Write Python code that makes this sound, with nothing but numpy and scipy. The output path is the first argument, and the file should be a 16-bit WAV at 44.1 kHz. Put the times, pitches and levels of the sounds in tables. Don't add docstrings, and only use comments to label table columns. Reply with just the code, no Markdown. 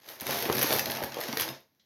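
import sys
import numpy as np
from scipy import signal
from scipy.fft import rfft, irfft
from scipy.io import wavfile
from scipy.ndimage import uniform_filter1d

SR = 44100
rng = np.random.default_rng(int(sys.argv[2]) if len(sys.argv) > 2 else 0)


def generate_wav(signal):
    frames = np.transpose(np.atleast_2d(signal))
    scaled = np.clip(frames, -1, 1) * 32767
    pcm = np.round(scaled).astype(np.int16)
    wavfile.write(sys.argv[1], SR, pcm)


N = 81585


def undb(db):
    return 10 ** (np.asarray(db) / 20)


def unit(x):
    return x / np.sqrt(np.mean(x ** 2))


def unit_attack(sound):
    return sound / np.sqrt(np.mean(sound[:176] ** 2))


def envelope(table, column):
    rows = np.array(table)
    return undb(np.interp(np.arange(N) / SR, rows[:, 0], rows[:, column]))


def fade(t, t60):
    return np.exp(-np.log(1000) * t / t60)


def ring(x, response):
    return signal.fftconvolve(x, response / np.linalg.norm(response))[:N]


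def bin_gains(points, size):
    hz, db = np.array(points).T
    return undb(np.interp(np.log(np.fft.rfftfreq(size, 1 / SR) + 1), np.log(hz), db))


def colour(x, points, size=4096):
    cepstrum = irfft(np.log(bin_gains(points, size)))
    cepstrum[1:size // 2] *= 2
    cepstrum[size // 2 + 1:] = 0
    return ring(x, irfft(np.exp(rfft(cepstrum))))


def add(track, start, sound):
    i = int(np.clip(start * SR, 0, N - 1))
    track[i:i + len(sound)] += sound[:N - i]


def steady(x, size=1100):
    power = np.abs(uniform_filter1d(uniform_filter1d(x ** 2, size), size // 2))
    return x / np.sqrt(power + np.mean(x ** 2) / 20)


def room(x, wet_db, t60=.28, gap_s=.006, patterns=16):
    t, place = np.arange(N // 4) / SR, np.linspace(0, patterns - 1, N)
    tail = fade(t, t60) * (t > gap_s)
    wet = np.zeros(N)
    for k in range(patterns):
        crossfade = np.sqrt(np.maximum(1 - np.abs(place - k), 0))
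        wet += ring(x * crossfade, rng.standard_normal(len(t)) * tail)
    return (x + undb(wet_db) * wet) / np.hypot(1, undb(wet_db))


# (frequency [Hz], relative level [dB])
ROOM_TONE_SPECTRUM = [(25, -7), (70, 1.5), (130, 0), (250, 5.5), (450, -3.5), (1000, -15), (5000, -14),
                      (8000, -30.5), (12500, -7), (16000, -15.5)]


def room_tone(level_db=-78.5):
    return undb(level_db) * colour(rng.standard_normal(N), ROOM_TONE_SPECTRUM)


# (time [s], relative crunch level [dB], relative treble level [dB])
RUSTLE_LEVELS = [(0, -61.5, -62), (0.04, -55, -59.5), (0.1, -45.5, -40), (0.18, -53.5, -57),
                 (0.25, -43.5, -43), (0.295, -30.5, -32.5), (0.39, -33, -32), (0.49, -38.5, -39.5),
                 (0.57, -33.5, -30), (0.635, -27.5, -38), (0.68, -32, -31.5), (0.735, -30, -25.5),
                 (0.83, -40, -49), (0.91, -38, -37), (1.0, -44.5, -44.5), (1.05, -49, -47),
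                 (1.1, -46.5, -50.5), (1.23, -40, -42.5), (1.3, -37.5, -45), (1.355, -48.5, -41),
                 (1.42, -26.5, -29.5), (1.46, -45.5, -48), (1.505, -70, -43), (1.55, -46.5, -76.5),
                 (1.63, -78, -87.5)]


def crackle(per_s=1500, spread_db=2.8, t60=.008, count=4000, size=500):
    grain, t = np.zeros(N), np.arange(size) / SR
    starts = np.cumsum(rng.exponential(size=count)) / per_s
    strengths = undb(spread_db * np.minimum(rng.exponential(size=count), 4))
    bursts = rng.standard_normal((count, size)) * fade(t, t60)
    for start, strength, burst in zip(starts, strengths, bursts):
        if start < N / SR:
            add(grain, start, burst * strength)
    grain = steady(grain)
    crunch = grain * envelope(RUSTLE_LEVELS, column=1) * undb(-4)
    treble = grain * envelope(RUSTLE_LEVELS, column=2) * undb(-5)
    return crunch, treble


# (time [s], relative patter level [dB], rumble level [dB])
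JOSTLE_LEVELS = [(0, -66, -69), (0.1, -44, -74), (0.185, -54.5, -66), (0.22, -43.5, -64), (0.3, -32, -42),
                 (0.41, -34.5, -50.5), (0.48, -31.5, -44), (0.58, -30, -40), (0.64, -32, -42),
                 (0.685, -34.5, -47), (0.73, -22.5, -40), (0.79, -37.5, -49), (0.89, -34, -41),
                 (0.96, -36.5, -52), (1.03, -33, -46.5), (1.1, -44, -51), (1.2, -36, -63),
                 (1.3, -40.5, -53.5), (1.43, -35.5, -60), (1.51, -38, -46), (1.56, -60, -65),
                 (1.65, -82.5, -81)]
# (frequency [Hz], relative level [dB])
WALL_SPECTRUM = [(70, -45.5), (170, -8.5), (240, -8.5), (320, 0), (480, 2), (700, 2), (1000, -1.5),
                 (1400, -9), (3000, -12), (8000, -41.5)]
# (frequency [Hz], relative level [dB], t60 [s])
ROOM_AND_BOX_MODES = [(137, -12, .35), (246, -12, .12), (402, -9, .1), (494, -9, .1), (568, -10, .13),
                      (652, -11, .13), (702, -11, .13), (905, -11, .13)]
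# (frequency [Hz], relative level [dB])
RUMBLE_SPECTRUM = [(25, -25.5), (45, -4), (65, -4), (90, -2), (108, -10.5), (122, -12), (137, 6.5),
                   (150, -6), (170, -12), (230, 3.5), (320, -8.5), (1000, -81)]


def jostle(hits_per_s=600, spread_db=2.5, modes_db=-8):
    strengths = undb(spread_db * np.minimum(rng.exponential(size=N), 4))
    hits = (rng.random(N) < hits_per_s / SR) * strengths * rng.choice([-1, 1], N)
    patter = steady(hits) * envelope(JOSTLE_LEVELS, column=1) * undb(-3.5)
    t = np.arange(N // 3) / SR
    modes = sum(undb(db) * unit(np.sin(2 * np.pi * hz * t) * fade(t, t60))
                for hz, db, t60 in ROOM_AND_BOX_MODES)
    rattle = colour(patter, WALL_SPECTRUM) + undb(modes_db) * ring(patter, modes)
    rumble = colour(rng.standard_normal(N), RUMBLE_SPECTRUM) * envelope(JOSTLE_LEVELS, column=2)
    return room(rattle, wet_db=-3) + rumble


# (time [s], relative crunch level [dB], relative treble level [dB], pitch of the film patch [Hz])
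CREASE_SNAPS = [(0.087, -40.5, -46, 3060), (0.155, -55, -52, 3800), (0.199, -39.5, -48, 6580),
                (0.208, -40, -34, 4860), (0.215, -41.5, -37.5, 2310), (0.267, -29.5, -33, 2230),
                (0.307, -30.5, -31, 5000), (0.402, -47, -44, 1630), (0.424, -34.5, -32, 4600),
                (0.453, -33.5, -38, 2170), (0.526, -28, -33.5, 3200), (0.55, -43, -32.5, 3400),
                (0.555, -36, -38, 2090), (0.581, -28, -37, 1780), (0.591, -48, -26.5, 1880),
                (0.613, -28.5, -31, 2190), (0.618, -50, -25.5, 4660), (0.627, -28.5, -24, 3050),
                (0.63, -50, -26, 1870), (0.669, -40, -32, 2170), (0.683, -37, -45.5, 1780),
                (0.705, -28, -45, 2470), (0.726, -26, -27, 4700), (0.735, -57, -26.5, 1630),
                (0.762, -36, -30, 5700), (0.776, -32, -39, 4260), (0.785, -34, -31, 3070),
                (0.793, -25, -26.5, 5950), (0.797, -39, -33, 1860), (0.857, -27.5, -34, 4230),
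                (0.899, -31.5, -53, 1730), (0.909, -46, -33, 1750), (0.917, -33, -36.5, 4600),
                (0.95, -34.5, -47, 1510), (0.959, -35, -41, 2110), (0.97, -35.5, -40.5, 2970),
                (1.026, -38, -39, 1840), (1.036, -31.5, -37, 1680), (1.043, -41, -36, 5300),
                (1.12, -37.5, -61, 1580), (1.143, -39, -43, 3270), (1.204, -40, -37.5, 3970),
                (1.211, -32.5, -36.5, 4200), (1.236, -34, -42, 1830), (1.284, -37, -41, 1490),
                (1.327, -32, -43, 2150), (1.371, -27, -34, 1860), (1.379, -53, -47, 5870),
                (1.397, -28, -26, 3070), (1.407, -33, -40, 2240), (1.409, -53, -27, 2180),
                (1.437, -46, -46, 2180), (1.478, -38, -44, 1640), (1.488, -34, -42.5, 3690),
                (1.604, -90, -60, 3200), (1.748, -75, -76, 5780)]


def snaps(rise_s=.0005, hold_s=.0025, t60=.009, ring_t60=.018, spread_db=.8, size=1300):
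    crunch, treble, rings = np.zeros((3, N))
    t = np.arange(size) / SR
    rise = 1 - np.exp(-t / rise_s)
    shape = rise * fade(np.maximum(t - hold_s, 0), t60)
    for start, crunch_db, treble_db, hz in CREASE_SNAPS:
        avalanche = rng.standard_normal(size) * undb(spread_db * rng.exponential(size=size))
        snap = unit_attack(shape * avalanche)
        add(crunch, start, snap * undb(crunch_db - .5))
        add(treble, start, snap * undb(treble_db + 1.5))
        partials_hz = rng.uniform(2000, 6000, size=(3, 1))
        patch = np.sin(2 * np.pi * hz * t) + .5 * np.sin(2 * np.pi * partials_hz * t).sum(axis=0)
        add(rings, start, unit_attack(patch * rise * fade(t, ring_t60)) * undb(crunch_db - 5))
    return crunch, treble, rings


# (frequency [Hz], relative level [dB])
CRUNCH_SPECTRUM = [(500, -32), (900, -2.5), (1300, -1.5), (1700, 5), (2800, -1), (4500, 2), (6300, 0.5),
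                   (7000, -7.5), (7700, -20.5), (9500, -25.5), (16000, -44)]
# (frequency [Hz], relative level [dB])
TREBLE_SPECTRUM = [(4000, -20.5), (7500, -25.5), (9000, -13.5), (10500, -7), (11700, -0.5), (12600, 0.5),
                   (14000, -5.5), (16000, -16.5)]


def liner():
    crackle_crunch, crackle_treble = crackle()
    snap_crunch, snap_treble, rings = snaps()
    crunch = colour(crackle_crunch + snap_crunch, CRUNCH_SPECTRUM)
    treble = colour(crackle_treble + snap_treble, TREBLE_SPECTRUM)
    return room(crunch + rings, wet_db=-4) + room(treble, wet_db=-6.5)


# (time [s], peak level before the low cut [dB])
BASE_THUDS = [(0.214, -42), (.29, -63), (0.496, -39), (.625, -57), (.755, -45), (1.03, -35.5),
              (1.41, -41.5)]


def thuds(hz=80, rise_s=.002, t60=.027, size=5000):
    out, t = np.zeros(N), np.arange(size) / SR
    thud = np.sin(2 * np.pi * hz * t) * (1 - np.exp(-t / rise_s)) ** 2 * fade(t, t60)
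    for start, db in BASE_THUDS:
        add(out, start, undb(db) * thud / np.abs(thud).max())
    return out


# (time [s], relative level [dB], wall pitch [Hz], t60 [s])
WALL_BUMPS = [(0.223, -35, 247, 0.06), (.292, -26, 550, 0.045), (.458, -27.5, 335, 0.049),
              (0.4893, -24, 450, 0.075), (.499, -14, 428, 0.018), (0.531, -29, 500, 0.026),
              (.62, -24.5, 535, 0.042), (0.643, -21.5, 316, 0.044), (.708, -21.5, 516, 0.0085),
              (.723, -32, 566, 0.033), (0.749, -27.5, 420, 0.036), (.785, -28, 818, 0.09),
              (.867, -38, 730, 0.036), (0.904, -41, 237, 0.12), (.968, -30, 640, 0.034),
              (1.021, -28.5, 436, 0.0091), (1.169, -26, 512, 0.018), (1.188, -28, 540, 0.015),
              (1.289, -29.5, 235, 0.062), (1.333, -26.5, 280, 0.027), (1.37, -27, 446, 0.023)]


def bumps(scuff_db=-8, bass_cut_hz=170, size=3000):
    out, t = np.zeros(N), np.arange(size) / SR
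    bass_cut = signal.butter(1, bass_cut_hz, "high", fs=SR)
    for start, db, hz, t60 in WALL_BUMPS:
        scuff = unit(colour(rng.standard_normal(size), WALL_SPECTRUM)[:size])
        flex = (np.sin(2 * np.pi * hz * t) + undb(scuff_db) * scuff) * fade(t, t60)
        add(out, start, undb(db - 3.5) * unit_attack(signal.lfilter(*bass_cut, flex)))
    return room(out, wet_db=-7.5)


# (frequency [Hz], relative level [dB])
TICK_SPECTRUM = [(500, -22.5), (1400, -20.5), (2050, -0.5), (2600, -14), (3200, -1), (4100, 5.5),
                 (4700, -4), (5800, -4.5), (7500, -24), (12000, -30), (16000, -35.5)]


def tick(start_s=1.797, level_db=-62, t60=.06, size=5000):
    out, t = np.zeros(N), np.arange(size) / SR
    burst = colour(rng.standard_normal(size) * fade(t, t60), TICK_SPECTRUM)
    add(out, start_s, undb(level_db) * unit_attack(burst))
    return room(out, wet_db=-1)


# (frequency [Hz], level relative to mid [dB])
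STEREO_WIDTH = [(100, -37.5), (500, -23), (1000, -47.5), (4000, -66), (9000, -50.5), (13000, -26.5)]


def scene():
    mid = liner() + jostle() + thuds() + bumps() + tick() + room_tone()
    side = irfft(1j * rfft(mid) * bin_gains(STEREO_WIDTH, N), N)
    return np.array([mid + side, mid - side])


def record(dry, low_cut_hz=83, top_hz=15950):
    thin = signal.sosfilt(signal.butter(4, low_cut_hz, "high", fs=SR, output="sos"), dry)
    return signal.sosfilt(signal.ellip(12, .2, 80, top_hz, fs=SR, output="sos"), thin)


dry = scene()
out = record(dry)
generate_wav(out)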